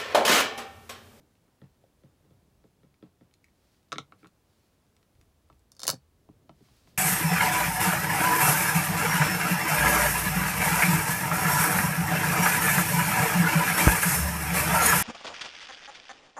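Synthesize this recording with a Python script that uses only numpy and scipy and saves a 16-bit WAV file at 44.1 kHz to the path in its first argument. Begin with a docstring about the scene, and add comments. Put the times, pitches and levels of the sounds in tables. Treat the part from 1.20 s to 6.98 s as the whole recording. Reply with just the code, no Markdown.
"""A clear plastic plate, stuck to its box, creaks loose in a run of sharp clicks and swings over on its hinge.
Before that, an ink pad is dabbed on a rubber stamp and set down, rocking on its hard case.
Each blow rings the modes of the thing struck and thuds late in the craft table beneath.
A sleeve brushes past, small things tick and the quiet room hums, all heard from a phone above."""
import sys
import numpy as np
from scipy import signal
from scipy.fft import rfft, irfft, next_fast_len
from scipy.io import wavfile
from scipy.ndimage import uniform_filter1d

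SR = 44100
rng = np.random.default_rng(int(sys.argv[2]) if len(sys.argv) > 2 else 0)


def store_pcm(level_fs):
    """Save levels as 16-bit WAV."""
    pcm = np.round(np.clip(level_fs, -1, 1) * 32767).astype(np.int16)
    wavfile.write(sys.argv[1], SR, np.atleast_2d(pcm).T)


N = 254748

# pad lands on stamp: t/s, table thud/dB, centre of the table's ring/Hz
PAD_DABS = [(.281, -58, 203), (.417, -43, 135), (.836, -46.5, 136), (1.024, -63, 149), (1.049, -57.5, 135),
            (1.107, -51, 133.3), (1.441, -49.5, 193.4), (1.633, -50.5, 175), (1.826, -41, 215.5),
            (2.010, -48.5, 177.7)]
# pad case hits the table: t/s, peak/dB, centre/Hz, table thud/dB
CASE_KNOCKS = [(2.7198, -22.5, 2230, -43), (2.727, -19, 1960, -41), (2.758, -33.5, 1980, -39),
               (2.7657, -42.5, 1580, -58), (2.7829, -18.5, 1740, -39), (2.9219, -40.5, 1234, -59.5),
               (3.03, -49.5, 1250, -48), (3.045, -43.5, 1200, -49), (3.058, -44.5, 1050, -52)]
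# plate slips on the box: t/s, peak/dB, centre/Hz, lid peak/dB
PLATE_SLIPS = [(4.518, -41.5, 6590, -61), (4.55, -54.5, 6200, -76), (4.566, -47, 6400, -61),
               (4.5937, -34, 5900, -43.5), (4.602, -32, 5900, -52.5), (4.617, -32, 5240, -43),
               (4.6323, -22, 5000, -32), (4.641, -27.5, 5500, -44.5), (4.652, -31, 6500, -36),
               (4.668, -20, 6438, -44.5), (4.6768, -26.5, 5185, -54), (4.6785, -9.5, 6510, -20),
               (4.686, -20.5, 6000, -41), (4.691, -14.5, 5500, -19.5), (4.7005, -10.5, 8200, -30.5),
               (4.711, -23.5, 9660, -40.5), (4.741, -38.5, 6000, -41.5)]
# fingers and hinge bump the plate: t/s, peak/dB, centre/Hz, nail tick/dB, table thud/dB
PLATE_BUMPS = [(.639, -50.5, 530, -65.5, -72.5), (4.3, -46.5, 994, -55.5, -57), (4.327, -72, 500, -58, -64),
               (4.73, -36.5, 607.8, -57.5, -35.5), (5.089, -49, 798.6, -62.5, -42.5),
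               (5.294, -40.5, 943, -49, -47), (5.407, -65, 503, -69, -49.5),
               (5.486, -59.5, 800, -60, -67.5), (5.674, -56, 840, -56, -59.5)]


def undb(db):
    return 10 ** (np.asarray(db) / 20)


def noise(colour):
    """Noise of rms 1, coloured by (f/Hz, level/dB) points."""
    hz, db = np.transpose(colour)
    size = next_fast_len(N)
    bins_hz = np.arange(1, size // 2 + 2) * SR / size
    gain = undb(np.interp(np.log(bins_hz), np.log(hz), db))
    coloured = irfft(rfft(rng.standard_normal(size)) * gain, size)[:N]
    return coloured / np.sqrt(np.mean(coloured ** 2))


def flicker(depth_db, rate_hz):
    """A wavering gain: random levels, held and smoothed twice."""
    hold = int(SR / rate_hz)
    steps = np.repeat(rng.standard_normal(N // hold + 1), hold)
    drift = uniform_filter1d(uniform_filter1d(steps, hold), hold)[:N]
    return undb(depth_db * drift / drift.std())


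def strike(out, s, peak_db, modes, cycles, contact_s, lag_cycles=0., focus_hz=None, octaves=1.):
    """Add a blow at time s: a ragged contact rings modes near focus_hz; they lose 60 dB in `cycles`."""
    hz, db = np.transpose(modes)[:, :, None]
    detune, phase = rng.standard_normal((2, 2, len(modes), 1))
    scatter_db = 2 * rng.standard_normal(hz.shape)
    if focus_hz:
        db = db - 6 * (np.log2(hz / focus_hz) / octaves) ** 2
    rise_s = contact_s + lag_cycles / hz  # bending waves carry the lows slowly, so they build late
    t = np.arange(int((cycles / hz.min() + 8 * rise_s.max()) * SR)) / SR
    # every mode is a close pair, tuned a little differently at each blow
    pair = sum(.5 ** k * np.sin(2 * np.pi * hz * (1 + .04 * detune[k]) * t + 2 * phase[k])
               for k in range(2))
    ring = undb(-60 * t * hz / cycles) * pair
    ragged = 1 + .8 * rng.standard_normal(len(t))
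    push = t / rise_s * np.exp(-t / rise_s) * ragged * np.cos(2 * np.pi * hz * t)
    partials = signal.fftconvolve(ring, push, axes=1)[:, :len(t)]
    partials /= np.abs(partials).max(axis=1, keepdims=True)
    start = int(s * SR)
    blow = np.sum(undb(db + scatter_db) * partials, axis=0)[:N - start]
    out[start:start + len(blow)] += blow * undb(peak_db) / np.abs(blow).max()


def room_tone():
    """A soft bed of room air and microphone hiss, with two thin bands whining on top."""
    air_colour = [(20, -21.5), (60, -8.5), (150, -3), (300, -6.5), (500, -10.5), (1000, -16), (2000, -22),
                  (5000, -25.5), (10000, -29), (16500, -30.5)]  # air and hiss spectrum: f/Hz, level/dB
    whine_bands = [(10050, 500, -93), (15050, 300, -101)]  # narrow hiss: f/Hz, half-width/Hz, level/dB
    out = undb(-70) * flicker(depth_db=.5, rate_hz=2.3) * noise(air_colour)
    for hz, width_hz, db in whine_bands:
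        out += undb(db) * noise([(hz - width_hz, -40), (hz, 0), (hz + width_hz, -40)])
    return out


def rumble():
    """Two bands of restless low noise swell and sink."""
    rides = [(0, -61.5, -70.5), (.13, -75.5, -79.5), (.5, -75.5, -74), (1.13, -71.5, -72),
             (2.6, -79.5, -74.5), (2.95, -69, -77.5), (3.2, -78, -77), (3.85, -75, -74), (4., -68, -59.5),
             (4.2, -78.5, -74), (4.33, -76, -64.5), (4.57, -74.5, -73.5), (4.79, -80.5, -68),
             (5.1, -64.5, -69), (5.27, -64.5, -69.5), (5.4, -74, -64.5), (5.6, -66, -68.5),
             (5.78, -65.5, -70)]  # level rides: t/s, low band/dB, deep band/dB
    low_colour = [(50, -25.5), (100, 1.5), (170, -5.5), (300, -10.5), (700, -20), (1500, -46)]  # low band spectrum: f/Hz, level/dB
    deep_colour = [(20, -22), (40, -2.5), (65, 1.5), (90, 2), (140, -43.5)]  # deep band spectrum: f/Hz, level/dB
    t = np.arange(N) / SR
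    times, low_db, deep_db = np.transpose(rides)
    low = undb(np.interp(t, times, low_db)) * flicker(depth_db=1.8, rate_hz=14) * noise(low_colour)
    deep = undb(np.interp(t, times, deep_db)) * flicker(depth_db=1.5, rate_hz=10) * noise(deep_colour)
    return low + deep


def brushing():
    """Cloth, skin and plastic brush by, each pass a bell-shaped swell of noise."""
    passes = [(2.54, -76, 0.24, 0.088), (3.01, -72, 0.027, 0.055), (3.35, -78, 0.094, 0.25),
              (5.57, -69, 0.184, 0.325)]  # swells: crest t/s, level/dB, rise/s, fall/s
    friction_colour = [(500, -14), (1200, -4), (2500, -3.5), (4600, -1), (7000, -7.5), (10000, -11),
                       (16000, -15)]  # rubbing spectrum: f/Hz, level/dB
    t = np.arange(N) / SR
    swell = sum(undb(db) * np.exp(-((t - s) / np.where(t < s, rise_s, fall_s)) ** 2)
                for s, db, rise_s, fall_s in passes)
    return swell * flicker(depth_db=1.2, rate_hz=40) * noise(friction_colour)


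def room_reverb(direct):
    """A small damped room adds a dense tail that loses its treble first."""
    wet_db, t60_s, onset_s, treble_s, dull_hz = -7.5, .1104, .0014, .015, 7000
    t = np.arange(int(.4 * SR)) / SR
    hiss = rng.standard_normal(len(t))
    dull = signal.sosfilt(signal.butter(1, dull_hz, fs=SR, output="sos"), hiss)
    envelope = undb(-60 * t / t60_s) * (1 - np.exp(-(t / onset_s) ** 2))
    tail = (dull + (hiss - dull) * np.exp(-t / treble_s)) * envelope
    tail /= np.sqrt(np.sum(tail ** 2))
    return direct + undb(wet_db) * signal.fftconvolve(direct, tail)[:N]


def small_ticks():
    """Tiny dry contacts of nails, rings and tacky ink, each a spread of very short modes."""
    ticks = [(1.741, -58, 2520, 0.9), (2.111, -60, 2790, 0.94), (2.1385, -49.5, 4470, 1.17),
             (2.2413, -50.5, 2115, 0.26), (2.243, -54.5, 6020, 1.26), (2.265, -62, 2100, 0.17),
             (2.283, -61, 2060, 0.163), (3.070, -50, 5100, 1.6), (3.765, -56, 4000, 1.14),
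             (3.828, -54.5, 2800, 2.15), (4.012, -50, 3500, 2.38), (4.393, -60, 7440, 0.61),
             (5.566, -58, 12000, 0.62)]  # light contacts: t/s, peak/dB, centre/Hz, spread/octaves
    out = np.zeros(N)
    modes = [(hz, 0) for hz in np.geomspace(1000, 15000, num=18)]
    nails = [(s - .001, tick_db, 2900, .8) for s, *_, tick_db, _ in PLATE_BUMPS]
    strays = [(.98 * when * N / SR, -66.5 + 4 * size, 4000 * 2 ** (tone - .5), 1.1)
              for when, size, tone in rng.random((8, 3))]
    for s, peak_db, hz, spread in [*ticks, *nails, *strays]:
        strike(out, s, peak_db, modes, cycles=10, contact_s=.000747, focus_hz=hz, octaves=spread)
    return out


def table_thuds():
    """The soft heavy top takes each blow slowly and booms on; where a dab lands picks its ring."""
    top_modes = [(95, -13.5), (135, -4.5), (180, -7.5), (237, -7.5), (305, -2), (400, -4.5)]  # table top resonances: f/Hz, level/dB
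    out = np.zeros(N)
    for s, thud_db, hz in PAD_DABS:
        strike(out, s, thud_db, top_modes, cycles=17, contact_s=.00054, lag_cycles=.896,
               focus_hz=hz, octaves=.837)
    slip_thuds = [(s, lid_db - 18) for s, *_, lid_db in PLATE_SLIPS]
    for s, *_, thud_db in [*CASE_KNOCKS, *slip_thuds, *PLATE_BUMPS]:
        strike(out, s, thud_db, top_modes, cycles=17, contact_s=.00066, lag_cycles=.668,
               focus_hz=233, octaves=1.4)
    return out


def ink_dabs():
    """The pad ticks on the rubber, the stamp and box under it knock, the ink rustles as it lets go."""
    face_modes = [(1300, -2.5), (1800, 0), (2200, -4.5), (2800, -12), (3400, -2), (4000, -8), (4800, -7),
                  (5800, -23)]  # pad face resonances: f/Hz, level/dB
    stamp_modes = [(400, -1.5), (500, 3), (680, -10), (950, -10)]  # stamp and box resonances: f/Hz, level/dB
    tack_colour = [(300, 7), (700, 8.5), (1500, -2), (3000, -8), (5000, -13), (9000, -30.5)]  # spectrum of wet ink parting: f/Hz, level/dB
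    tack_rise_s = .01906
    t = np.arange(N) / SR
    knocks, tack = np.zeros((2, N))
    for s, thud_db, _ in PAD_DABS:
        strike(knocks, s - .001, thud_db - 9.5, face_modes, cycles=12, contact_s=.00076)
        strike(knocks, s, thud_db - 6, stamp_modes, cycles=11, contact_s=.000267, lag_cycles=.352)
        age = np.maximum(t - s, 0) / tack_rise_s
        tack += undb(thud_db - 25.5) * age * np.exp(1 - age)
    return knocks + tack * flicker(depth_db=2.2, rate_hz=150) * noise(tack_colour)


def pad_case():
    """Hard hollow plastic rocks to rest; soft landings stay dull."""
    shell_modes = [(490, -8), (720, -8.5), (1160, -2.5), (1360, 0), (1880, -10), (2180, -1.5), (2800, -7),
                   (3400, -3.5), (3750, 2.5), (4300, -7.5), (5120, -6.5), (6040, -1), (7000, -7),
                   (8200, -4.5), (9500, -20), (11000, -13), (12800, -18), (15000, -29.5)]  # case resonances: f/Hz, level/dB
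    out = np.zeros(N)
    for s, peak_db, hz, _ in CASE_KNOCKS:
        spread = max(4.5 + .133 * peak_db, .95)
        strike(out, s, peak_db, shell_modes, cycles=15, contact_s=.00018, lag_cycles=.234,
               focus_hz=hz, octaves=spread)
    return out


def plate_creak():
    """Each slip cracks in the stiff plate and the thin lid below answers; bumps knock the lid too."""
    plate_modes = [(2400, -14), (2960, -9), (3700, -5), (4410, -1), (5100, -2), (5700, -3), (6400, -3),
                   (7300, -5), (8100, -6), (9000, -3), (10000, -6), (11200, -4), (12300, -8), (13600, -8),
                   (14800, -6), (15800, -4)]  # clear plate resonances: f/Hz, level/dB
    lid_modes = [(520, -6), (705, -2), (950, -3.5), (1150, -3), (1400, -2), (1750, -4), (2200, -9.5)]  # box lid resonances: f/Hz, level/dB
    edge_mode = [(4430, 0)]  # the free edge sings on faintly: f/Hz, level/dB
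    out = np.zeros(N)
    for s, peak_db, hz, lid_db in PLATE_SLIPS:
        spread = max(1.5 + .015 * peak_db, .7)  # harder slips wake more of the plate
        strike(out, s, peak_db, plate_modes, cycles=22, contact_s=.00053, focus_hz=hz, octaves=spread)
        strike(out, s, peak_db - 30, edge_mode, cycles=550, contact_s=.0004)
        strike(out, s + .001, lid_db, lid_modes, cycles=11, contact_s=.0002, lag_cycles=.23)
        for delay_s in rng.exponential(.008, size=3):  # smaller cracks trail the slip
            strike(out, s + delay_s, peak_db - 21.5, plate_modes, cycles=22, contact_s=.00022,
                   focus_hz=3940, octaves=1.3)
    for s, peak_db, hz, *_ in PLATE_BUMPS:
        strike(out, s, peak_db, lid_modes, cycles=11, contact_s=.00014, lag_cycles=.32,
               focus_hz=hz, octaves=.37)
    return out


def scene():
    """Mono mix: the handling with room reverb, the thuds dry, over a low-passed bed of noise."""
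    handling = room_reverb(ink_dabs() + pad_case() + plate_creak() + small_ticks())
    thuds = table_thuds()
    bed_lowpass = signal.ellip(8, .2, 60, 15750, fs=SR, output="sos")
    bed = signal.sosfilt(bed_lowpass, room_tone() + rumble() + brushing())
    return (handling + thuds + bed)[None]


def record(dry):
    """The phone cuts the top steeply."""
    return signal.sosfilt(signal.ellip(10, .2, 80, 16800, fs=SR, output="sos"), dry)


dry = scene()
out = record(dry)
store_pcm(out)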